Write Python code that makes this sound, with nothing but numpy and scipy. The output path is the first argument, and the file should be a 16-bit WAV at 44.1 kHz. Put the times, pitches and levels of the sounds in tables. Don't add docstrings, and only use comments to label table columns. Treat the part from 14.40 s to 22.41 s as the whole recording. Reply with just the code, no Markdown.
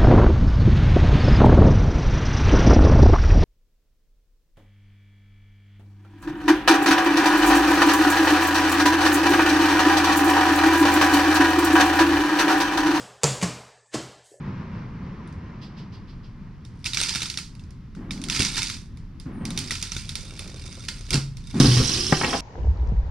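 import sys
import numpy as np
from scipy import signal
from scipy.fft import rfft, irfft, next_fast_len
from scipy.io import wavfile

SR = 44100
rng = np.random.default_rng(int(sys.argv[2]) if len(sys.argv) > 2 else 0)


def put_to_file(sound):
    columns = np.atleast_2d(sound).T
    safe = np.clip(columns, -1, 1)
    whole_steps = np.round(safe * 32767)
    wavfile.write(sys.argv[1], SR, whole_steps.astype(np.int16))


N = 353108
TIME = np.arange(N) / SR

# start in seconds, relative level in dB, body gain at 1500 Hz in dB.
FIBRE_SNAPS = [(0.8747, -54.5, 4), (0.926, -57, -8), (2.25, -48.5, -20), (2.443, -34, -18),
               (2.4602, -24, -8), (2.4664, -26.5, -17), (2.5339, -25, 1), (2.5458, -25, -20),
               (2.572, -20, 3.5), (2.584, -30.5, 8), (2.6025, -22.5, 0), (2.6139, -23.5, 0),
               (2.635, -21.5, -13), (2.6933, -24.5, -16), (2.7501, -26.5, 6), (2.7577, -24, 1.5),
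               (2.8194, -25, 2), (2.831, -28, 2), (2.8578, -30, 2), (2.8997, -27, -17), (2.941, -35.5, -18),
               (2.9736, -24.5, 0), (2.9862, -32.5, 1), (3.1517, -51.5, -10), (3.195, -51, -10),
               (3.238, -57, -12), (3.3067, -53, -5), (3.55, -50, 7), (3.7083, -28.5, 1), (3.7765, -45, 2),
               (3.8163, -39, -8), (3.839, -31, -12), (3.8858, -32, -6), (3.899, -21, 0),
               (3.9476, -26.5, -9), (3.965, -25, 4), (4.004, -19.5, -8), (4.0208, -22, -16),
               (4.0493, -22.5, -6), (4.18, -26.5, 8), (4.2192, -24.5, 7), (4.2305, -24.5, -8),
               (4.27, -31, -18), (4.2994, -27.5, 3.5), (4.5722, -52, -5), (4.7991, -43.5, -13),
               (5.0531, -31.5, -11), (5.1053, -33, -2), (5.1755, -24, -13), (5.1893, -27.5, -12),
               (5.308, -23.5, 2), (5.3202, -32.5, 21), (5.3542, -30, 4), (5.4264, -25, -5),
               (5.5194, -28.5, -3.5), (5.565, -28, 6.5), (5.6922, -30, -11), (5.7546, -27, -3),
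               (5.9929, -32.5, 1), (6.0764, -43, -8), (6.4503, -43.5, -12), (6.4857, -30.5, -12),
               (6.706, -24, -8), (6.9702, -43, -20), (7.0715, -48.5, -18), (7.2016, -24.5, 6)]
# frequency in Hz, gain in dB.
SPLIT_SPECTRUM = [(200, -3), (700, -15), (1000, -19.5), (1350, 3), (1750, -9.5), (2300, 5), (3050, -6),
                  (3650, 7), (4200, -3.5), (4800, 4.5), (6300, -2.5), (7800, -13), (9300, 0.5),
                  (12000, -28.5), (15500, -29.5)]
# frequency in Hz, gain in dB.
TEAR_SPECTRUM = [(350, -5), (600, -40.5), (890, -7), (1170, -15.5), (1340, -2), (1600, -8.5), (1990, -3.5),
                 (2250, -4.5), (3200, -3.5), (4810, 1.5), (7740, -11), (9240, -11), (14500, -36),
                 (15500, -43.5)]


def undb(db):
    return 10 ** (np.asarray(db) / 20)


def unit(x):
    return x / np.sqrt(np.mean(x ** 2))


def at_hz(points, f):
    hz, value = np.transpose(points)
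    return np.interp(np.log(f + 1), np.log(hz), value)


def fade(t, t60_s):
    return np.exp(-np.log(1000) * t / t60_s)


def since(start_s):
    return np.maximum(TIME - start_s, 0)


def wander(points_per_s):
    return np.interp(TIME * points_per_s, np.arange(400), rng.standard_normal(400))


def add(out, start_s, x):
    i = int(start_s * SR)
    out[..., i:i + x.shape[-1]] += x[..., :N - i]


def colour(x, *spectra):
    n = 2 * next_fast_len(x.shape[-1] // 2 + 1024)
    f = np.arange(n // 2 + 1) * SR / n
    gain_db = sum(at_hz(points, f) for points in spectra)
    cepstrum = irfft(np.log(undb(gain_db)))
    cepstrum[1:n // 2] *= 2
    cepstrum[n // 2 + 1:] = 0
    response = np.exp(rfft(cepstrum))
    return irfft(rfft(x, n) * response)[..., :x.shape[-1]]


def spread(pair):
    # frequency in Hz, likeness of left and right from 0 to 1.
    likeness = [(25, 1), (80, 1), (280, 1), (600, 0.75), (1200, 0.48), (2500, 0.9), (4500, 0.75),
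                (7000, 0.05)]
    n = 2 * next_fast_len(pair.shape[-1] // 2 + 1)
    mid, side = rfft(pair, n)
    alike = np.clip(at_hz(likeness, np.arange(len(mid)) * SR / n), 0, 1)
    mid = mid * np.sqrt((1 + alike) / 2)
    side = side * np.sqrt((1 - alike) / 2)
    return irfft(np.array([mid + side, mid - side]))[:, :pair.shape[-1]]


def noise(n):
    return spread(rng.standard_normal((2, n)))


def clicks(per_s, scatter_db):
    out, count = np.zeros(N), int(per_s * N / SR)
    when, rarity, sign = rng.random((40000, 3))[:count].T
    size = undb(-scatter_db * np.log(np.maximum(rarity, .02)))
    out[(when * N).astype(int)] = np.sign(sign - .5) * size
    return unit(out)


def fibre(gap_s=.00075, recoil=0.76, variety_db=4.5, slip_count=5):
    grain_db, grain_t60_s = -13, .009
    splinter_db, splinter_t60_s = -22, .04
    t = TIME[:2048]
    decay = undb(grain_db) * fade(t, grain_t60_s) + undb(splinter_db) * fade(t, splinter_t60_s)
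    burst = noise(len(t)) * decay
    slips_s = np.cumsum(gap_s * rng.uniform(.7, 1.3, slip_count)) * rng.uniform(.7, 1.3)
    slip_samples = ((slips_s - slips_s[0]) * SR).astype(int)
    burst[:, slip_samples] += recoil ** np.abs(np.arange(slip_count) - 1)
    variety = list(zip(np.geomspace(1000, 12000, 18), variety_db * rng.standard_normal(18)))
    return colour(burst, variety)


def snaps(gain_db=24):
    ordinary_db, edge_db, edge_db_per_db = -26.5, -4.5, -0.2
    thin_from_s, thin_edge_db = 4.7, 4.5
    sparkle_db = 4
    out = np.zeros((2, N))
    for start_s, db, body_db in FIBRE_SNAPS:
        edge = edge_db + edge_db_per_db * (db - ordinary_db) + thin_edge_db * (start_s > thin_from_s)
        tone = [(1500, body_db), (2600, 0.0042), (6000, 0.0062), (9500, edge), (12500, edge + sparkle_db)]
        crack = colour(fibre(), SPLIT_SPECTRUM, tone)
        crack_norm = np.sqrt(np.sum(crack ** 2) / 2)
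        add(out, start_s, undb(db + gain_db) * crack / crack_norm)
    return out


def strain():
    # time of full strain in seconds, relative level in dB, build-up in seconds,
    # hold in seconds, sag in dB per second.
    spells = [(2.608, -23, 0.13, 0.24, 33), (4.037, -27, 0.18, 0.29, 20), (5.192, -34.5, .08, 0.44, 11),
              (5.803, -43, .3, 1, 0.5), (7.183, -37, 0.28, .02, 20)]
    build_db, relax_db_per_s = 26, 194
    total = 0
    for full_s, db, build_s, hold_s, sag_db_per_s in spells:
        early = np.maximum(full_s - TIME, 0) / build_s
        sag_db = sag_db_per_s * since(full_s)
        relax_db = relax_db_per_s * since(full_s + hold_s)
        total = total + undb(db - build_db * early - sag_db - relax_db)
    return total


def crackle(per_s, scatter_db, count):
    def one_kind():
        return signal.oaconvolve(clicks(per_s, scatter_db)[None], unit(fibre()), axes=1)[:, :N]
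    return sum(one_kind() for _ in range(count))


def tearing(fine_db=-8.0, rip_db=-0.5, thick_db=-37, full_strain_db=-25, thick_power=0.8):
    # start in seconds, relative level in dB, seconds to the peak.
    rips = [(2.452, -29, 0.0036), (2.568, -35.5, 0.0081), (3.9, -30.5, 0.049), (3.991, -26, 0.0043),
            (4.164, -24.5, 0.0092), (5.176, -31, 0.0032), (5.309, -30, 0.0062), (6.483, -23, 0.0036),
            (6.727, -20.5, 0.01)]
    load, t = strain(), TIME[:SR // 4]
    rush = undb(fine_db) * load
    for start_s, db, peak_s in rips:
        add(rush, start_s, undb(db + rip_db) * t / peak_s * np.exp(1 - t / peak_s))
    fine = unit(colour(crackle(per_s=40, scatter_db=4.0, count=24), TEAR_SPECTRUM))
    thick = unit(colour(crackle(per_s=9, scatter_db=0.5, count=8), SPLIT_SPECTRUM))
    thick_rush = undb(thick_db) * (load / undb(full_strain_db)) ** thick_power
    return fine * rush + thick * thick_rush


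def groan(per_s=160, scatter_db=3.0):
    centre_s, width_s, level_db = 6.15, 0.53, -52.5
    stump = [(200, -22), (320, -3), (390, -6), (470, -9.5), (570, -9.5), (750, -17.5), (1500, -22), (4000, -57)]
    swell = np.exp(-((TIME - centre_s) / width_s) ** 2)
    return unit(colour(clicks(per_s, scatter_db), stump)) * undb(level_db) * swell


def trunk(thud_t60_s=0.13, contact_s=.0028):
    # start in seconds, ring level in dB, lowest mode in Hz, ring t60 in seconds, hard knock in dB.
    blows = [(3.996, -25, 143, 0.053, -27.5), (6.712, -27, 141.3, 0.32, -37), (6.738, -11, 144.4, 0.2, -22),
             (6.774, -21.5, 137.9, 0.76, -37), (7.2, -8.5, 133.4, 0.35, -9), (7.243, -27, 139, .2, -10),
             (7.277, -8.5, 125.4, 0.51, -23), (7.366, -11.5, 122, 0.27, -36), (7.398, -19, 107, 0.2, -17.5),
             (7.432, -24, 129, 0.14, -32.5), (7.725, -10, 155.7, 0.098, -23.5)]
    # multiple of the lowest mode, level in dB re knock, t60 in seconds.
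    higher_modes = [(1.29, -1.5, 0.058), (1.52, 3, 0.093), (1.85, 0, 0.081), (2.1, 3.5, 0.078),
                    (2.4, -2.5, 0.068), (2.9, -7.5, 0.057)]
    # frequency in Hz, gain in dB.
    thud_spectrum = [(25, -12), (60, 5), (110, -8), (200, -2.5), (290, -14), (400, -10), (620, -24),
                     (1500, -22.5), (4000, -75.5)]
    thud_db, thud_db_per_db = -5.5, 0.52
    out, t = np.zeros((2, N)), TIME[:SR]
    push = 1 - np.exp(-t / contact_s)
    for start_s, ring_db, hz, t60_s, knock_db in blows:
        ring = np.sin(2 * np.pi * hz * t) * fade(t, t60_s)
        knock = 0
        for multiple, db, short_s in higher_modes:
            mode = np.sin(2 * np.pi * (hz * multiple * t + rng.random()))
            knock = knock + undb(db) * mode * fade(t, short_s)
        thud = unit(colour(noise(len(t)), thud_spectrum)) * fade(t, thud_t60_s)
        thud_gain = undb(thud_db + thud_db_per_db * knock_db)
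        add(out, start_s, push * (undb(ring_db) * ring + undb(knock_db) * knock + thud_gain * thud))
    return out


def logs(peak_db=5, width=1.8, rise_s=0.00062, order=7, ring_db=-6):
    # start in seconds, level in dB, brightest pitch in Hz, t60 in seconds, hollow body in dB.
    knocks = [(7.368, -23.5, 1340, 0.042, -11.5), (7.7237, -10.5, 1505, 0.052, -0.5),
              (7.812, -15, 1970, 0.041, 5), (7.832, -18.5, 2054, 0.16, 4.5),
              (7.845, -10, 2260, 0.019, -14.5), (7.879, -27, 749, 0.3, 3), (7.929, -18.5, 1160, 0.068, 3),
              (7.939, -18.5, 961, .12, 2)]
    # frequency in Hz, gain in dB.
    log_spectrum = [(30, -32), (80, -16), (160, 2), (350, -2), (560, -4), (850, -4), (1500, -9),
                    (2300, -10.5), (4000, -28), (9000, -33.5), (15000, -54)]
    out, t = np.zeros((2, N)), TIME[:SR // 3]
    for start_s, db, hz, t60_s, body_db in knocks:
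        resonance = [(hz / width, body_db), (hz, peak_db), (hz * width, 0)]
        scrape = unit(colour(noise(len(t)), log_spectrum, resonance))
        modes_hz = hz * np.geomspace(.4, 1.1, order) * rng.uniform(.94, 1.06, order)
        ring = unit(undb(at_hz(resonance, modes_hz)) @ np.sin(2 * np.pi * np.outer(modes_hz, t)))
        knock = unit(scrape + undb(ring_db) * ring)
        add(out, start_s, undb(db) * knock * (1 - np.exp(-t / rise_s)) * fade(t, t60_s))
    return out


def chink(hz, t60_s, upper=1.12, upper_db=-6):
    t = TIME[:2048]
    modes = np.sin(2 * np.pi * hz * t) + undb(upper_db) * np.sin(2 * np.pi * hz * upper * t)
    return modes * (1 - np.exp(-hz * t / 2)) * fade(t, t60_s)


def gravel(patter_db=-3, small_db=-4, loud_db=3, loud_t60_s=0.024, pebble_t60_s=.02, count=1100):
    # frequency in Hz, gain in dB.
    stone_spectrum = [(350, 5), (600, -14), (746, -10.5), (1320, -9), (1620, -9), (2610, -8.5),
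                      (2910, -5.5), (3820, -6.5), (5440, -3.5), (7540, -15.5), (9630, -10.5),
                      (11500, -25.5), (14100, -32), (15500, -83)]
    # start in seconds, relative level in dB, pitch in Hz.
    loud_stones = [(7.4776, -21, 5570), (7.5062, -33, 4950), (7.5358, -18, 5320), (7.607, -17.5, 4970),
                   (7.6663, -17.5, 5380), (7.8953, -25, 3310), (7.9358, -22.5, 3270)]
    landing_s, crunch_db, crunch_t60_s = 7.2, -14, 0.052
    shower_db, shower_rise_s, shower_t60_s = -22, 0.017, 4.1
    grit = spread(np.array([clicks(per_s=2500, scatter_db=3) for _ in range(2)]))
    grit = unit(colour(grit, stone_spectrum))

    pebbles, loud = np.zeros((2, N)), np.zeros((2, N))
    for when, pitch, size, side in rng.random((count, 4)):
        hz = np.interp(pitch, [0, .4, .93, 1], [2495, 4460, 5910, 8870])
        ring = chink(hz, pebble_t60_s) * undb(16.0 * size ** 2)
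        add(pebbles, landing_s + when * (TIME[-1] - landing_s), np.outer([side, 1 - side], ring))
    pebbles = colour(pebbles, [(hz, db / 2) for hz, db in stone_spectrum])
    pebbles /= pebbles[:, int(landing_s * SR):].std()

    for start_s, db, hz in loud_stones:
        add(loud, start_s, undb(db + loud_db) * chink(hz, loud_t60_s))

    t = since(landing_s)
    crunch = undb(crunch_db) * (t > 0) * fade(t, crunch_t60_s)
    shower = undb(shower_db) * (1 - np.exp(-t / shower_rise_s)) * fade(t, shower_t60_s)
    shower *= undb(4.5 * wander(60))
    return (undb(patter_db) * grit + undb(small_db) * pebbles) * (crunch + shower) + loud


def low_gusts(rise_s=0.0057):
    # start in seconds, level in dB, length in seconds.
    gusts = [(3.562, -36, 0.65), (4.854, -33.5, 0.19), (5.003, -33, 0.27), (7.138, -25, 0.18)]
    # frequency in Hz, gain in dB.
    gust_spectrum = [(60, -5.5), (150, 5.5), (230, 6), (330, -1.5), (480, -18), (900, -18), (1800, -23.5),
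                     (3000, -36), (6000, -59)]
    swell, t = np.zeros(N), TIME[:SR]
    for start_s, db, length_s in gusts:
        add(swell, start_s, undb(db) * (1 - np.exp(-t / rise_s)) * np.exp(-(t / length_s) ** 3))
    grains = spread(np.array([clicks(per_s=1800, scatter_db=0.47) for _ in range(2)]))
    return swell * unit(colour(grains, gust_spectrum))


def flanks(gain_db):
    out = np.zeros((2, N))
    start_s, db = np.transpose(FIBRE_SNAPS)[:2]
    out[:, (start_s * SR).astype(int)] = undb(db + gain_db)
    crack = colour(signal.unit_impulse(2048), TEAR_SPECTRUM)
    return signal.oaconvolve(out, crack[None] / np.linalg.norm(crack), axes=1)[:, :N]


def yard(x, onset_s=0.001, t60_s=0.31, level_db=-3):
    t = TIME[:SR]
    walls = [(120, -14.5), (300, -4.0), (1000, -4), (5500, -1), (12000, 1.0)]
    tail = colour(noise(len(t)) * fade(t, t60_s) * (1 - np.exp(-t / onset_s)), walls)
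    tail *= undb(level_db) / np.sqrt(np.sum(tail ** 2) / 2)
    return signal.fftconvolve(x.mean(axis=0)[None], tail, axes=1)[:, :N]


def bird(peak_s=0.027, count=5):
    first_s, gap_s, first_db, drop_db = 1.207, .154, -48.5, 2.5
    out, t = np.zeros((2, N)), TIME[:SR // 3]
    throat = [(2200, -8), (3000, -1.5), (3900, -4.0), (4800, 1), (5600, -8.5), (6800, -23), (11000, -36)]
    swell = (t / peak_s * np.exp(1 - t / peak_s)) ** 2
    for k in range(count):
        note = unit(colour(noise(len(t)), throat)) * swell
        add(out, first_s + k * gap_s, undb(first_db - k * drop_db) * note)
    return out


def whistle(start_s=4.92, start_hz=10800, glide_to_hz=8300, db=-66):
    out, u = np.zeros(N), np.linspace(0, 1, int(.14 * SR))
    hz = glide_to_hz + (start_hz - glide_to_hz) * np.exp(-3 * u)
    tone = np.sin(2 * np.pi * np.cumsum(hz) / SR)
    add(out, start_s, undb(db) * tone * np.sqrt(4 * u * (1 - u)))
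    return out


def car(flutter_db=1.4, flutter_per_s=14):
    # frequency in Hz, gain in dB.
    road_spectrum = [(30, -23.5), (70, -7), (120, -1.5), (200, -1.5), (280, -12.5), (440, -20),
                     (650, -27.5), (850, -25), (1000, -19.5), (1400, -27), (2100, -29.5), (3500, -43),
                     (5600, -47.5), (9000, -77.5)]
    car_db, fade_s, traffic_db = -33.5, 1.556, -50.5
    level = np.hypot(undb(car_db) * np.exp(-(TIME / fade_s) ** 2), undb(traffic_db))
    return unit(colour(noise(N), road_spectrum)) * level * undb(flutter_db * wander(flutter_per_s))


def breeze():
    # frequency in Hz, gain in dB.
    buffet_spectrum = [(12, -10), (25, 2.5), (36, 10), (55, 0.5), (80, 5), (130, -4.5), (300, -59)]
    level_db, rise_db_per_s, gust_db, gusts_per_s = -45, 0.74, 1.7, 4
    eddies = colour(rng.standard_normal((2, N)), [(25, -4), (60, -10.5), (130, -20)])
    wind_db = level_db + rise_db_per_s * TIME + gust_db * wander(gusts_per_s)
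    return unit(colour(noise(N) + eddies, buffet_spectrum)) * undb(wind_db)


def town(level_db=-43):
    # frequency in Hz, gain in dB.
    air_spectrum = [(40, -23), (80, -4), (120, 0.5), (200, -4.5), (380, -24), (700, -51.5), (1100, -34),
                    (2500, -40), (5500, -45), (8000, -61.5), (14000, -78.5)]
    return undb(level_db) * unit(colour(noise(N), air_spectrum))


def scene():
    # frequency in Hz, left minus right in dB.
    shade = [(300, 0), (650, 1.5), (1300, 1.5), (2400, 0), (4400, -4.5), (8000, -9), (13000, 2.5)]
    near = tearing() + groan() + trunk() + logs() + gravel() + low_gusts() + bird() + whistle()
    direct = snaps() + near
    echo = yard(near + flanks(gain_db=26.5))
    left, right = direct + echo + (car() + breeze() + town())
    left = colour(left, [(hz, db / 2) for hz, db in shade])
    right = colour(right, [(hz, -db / 2) for hz, db in shade])
    return np.array([left, right])


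def record(dry, top_hz=15100):
    lowpass = signal.ellip(8, .2, 70, top_hz, fs=SR, output="sos")
    return signal.sosfilt(lowpass, np.clip(dry, -1, 1))


dry = scene()
out = record(dry)
put_to_file(out)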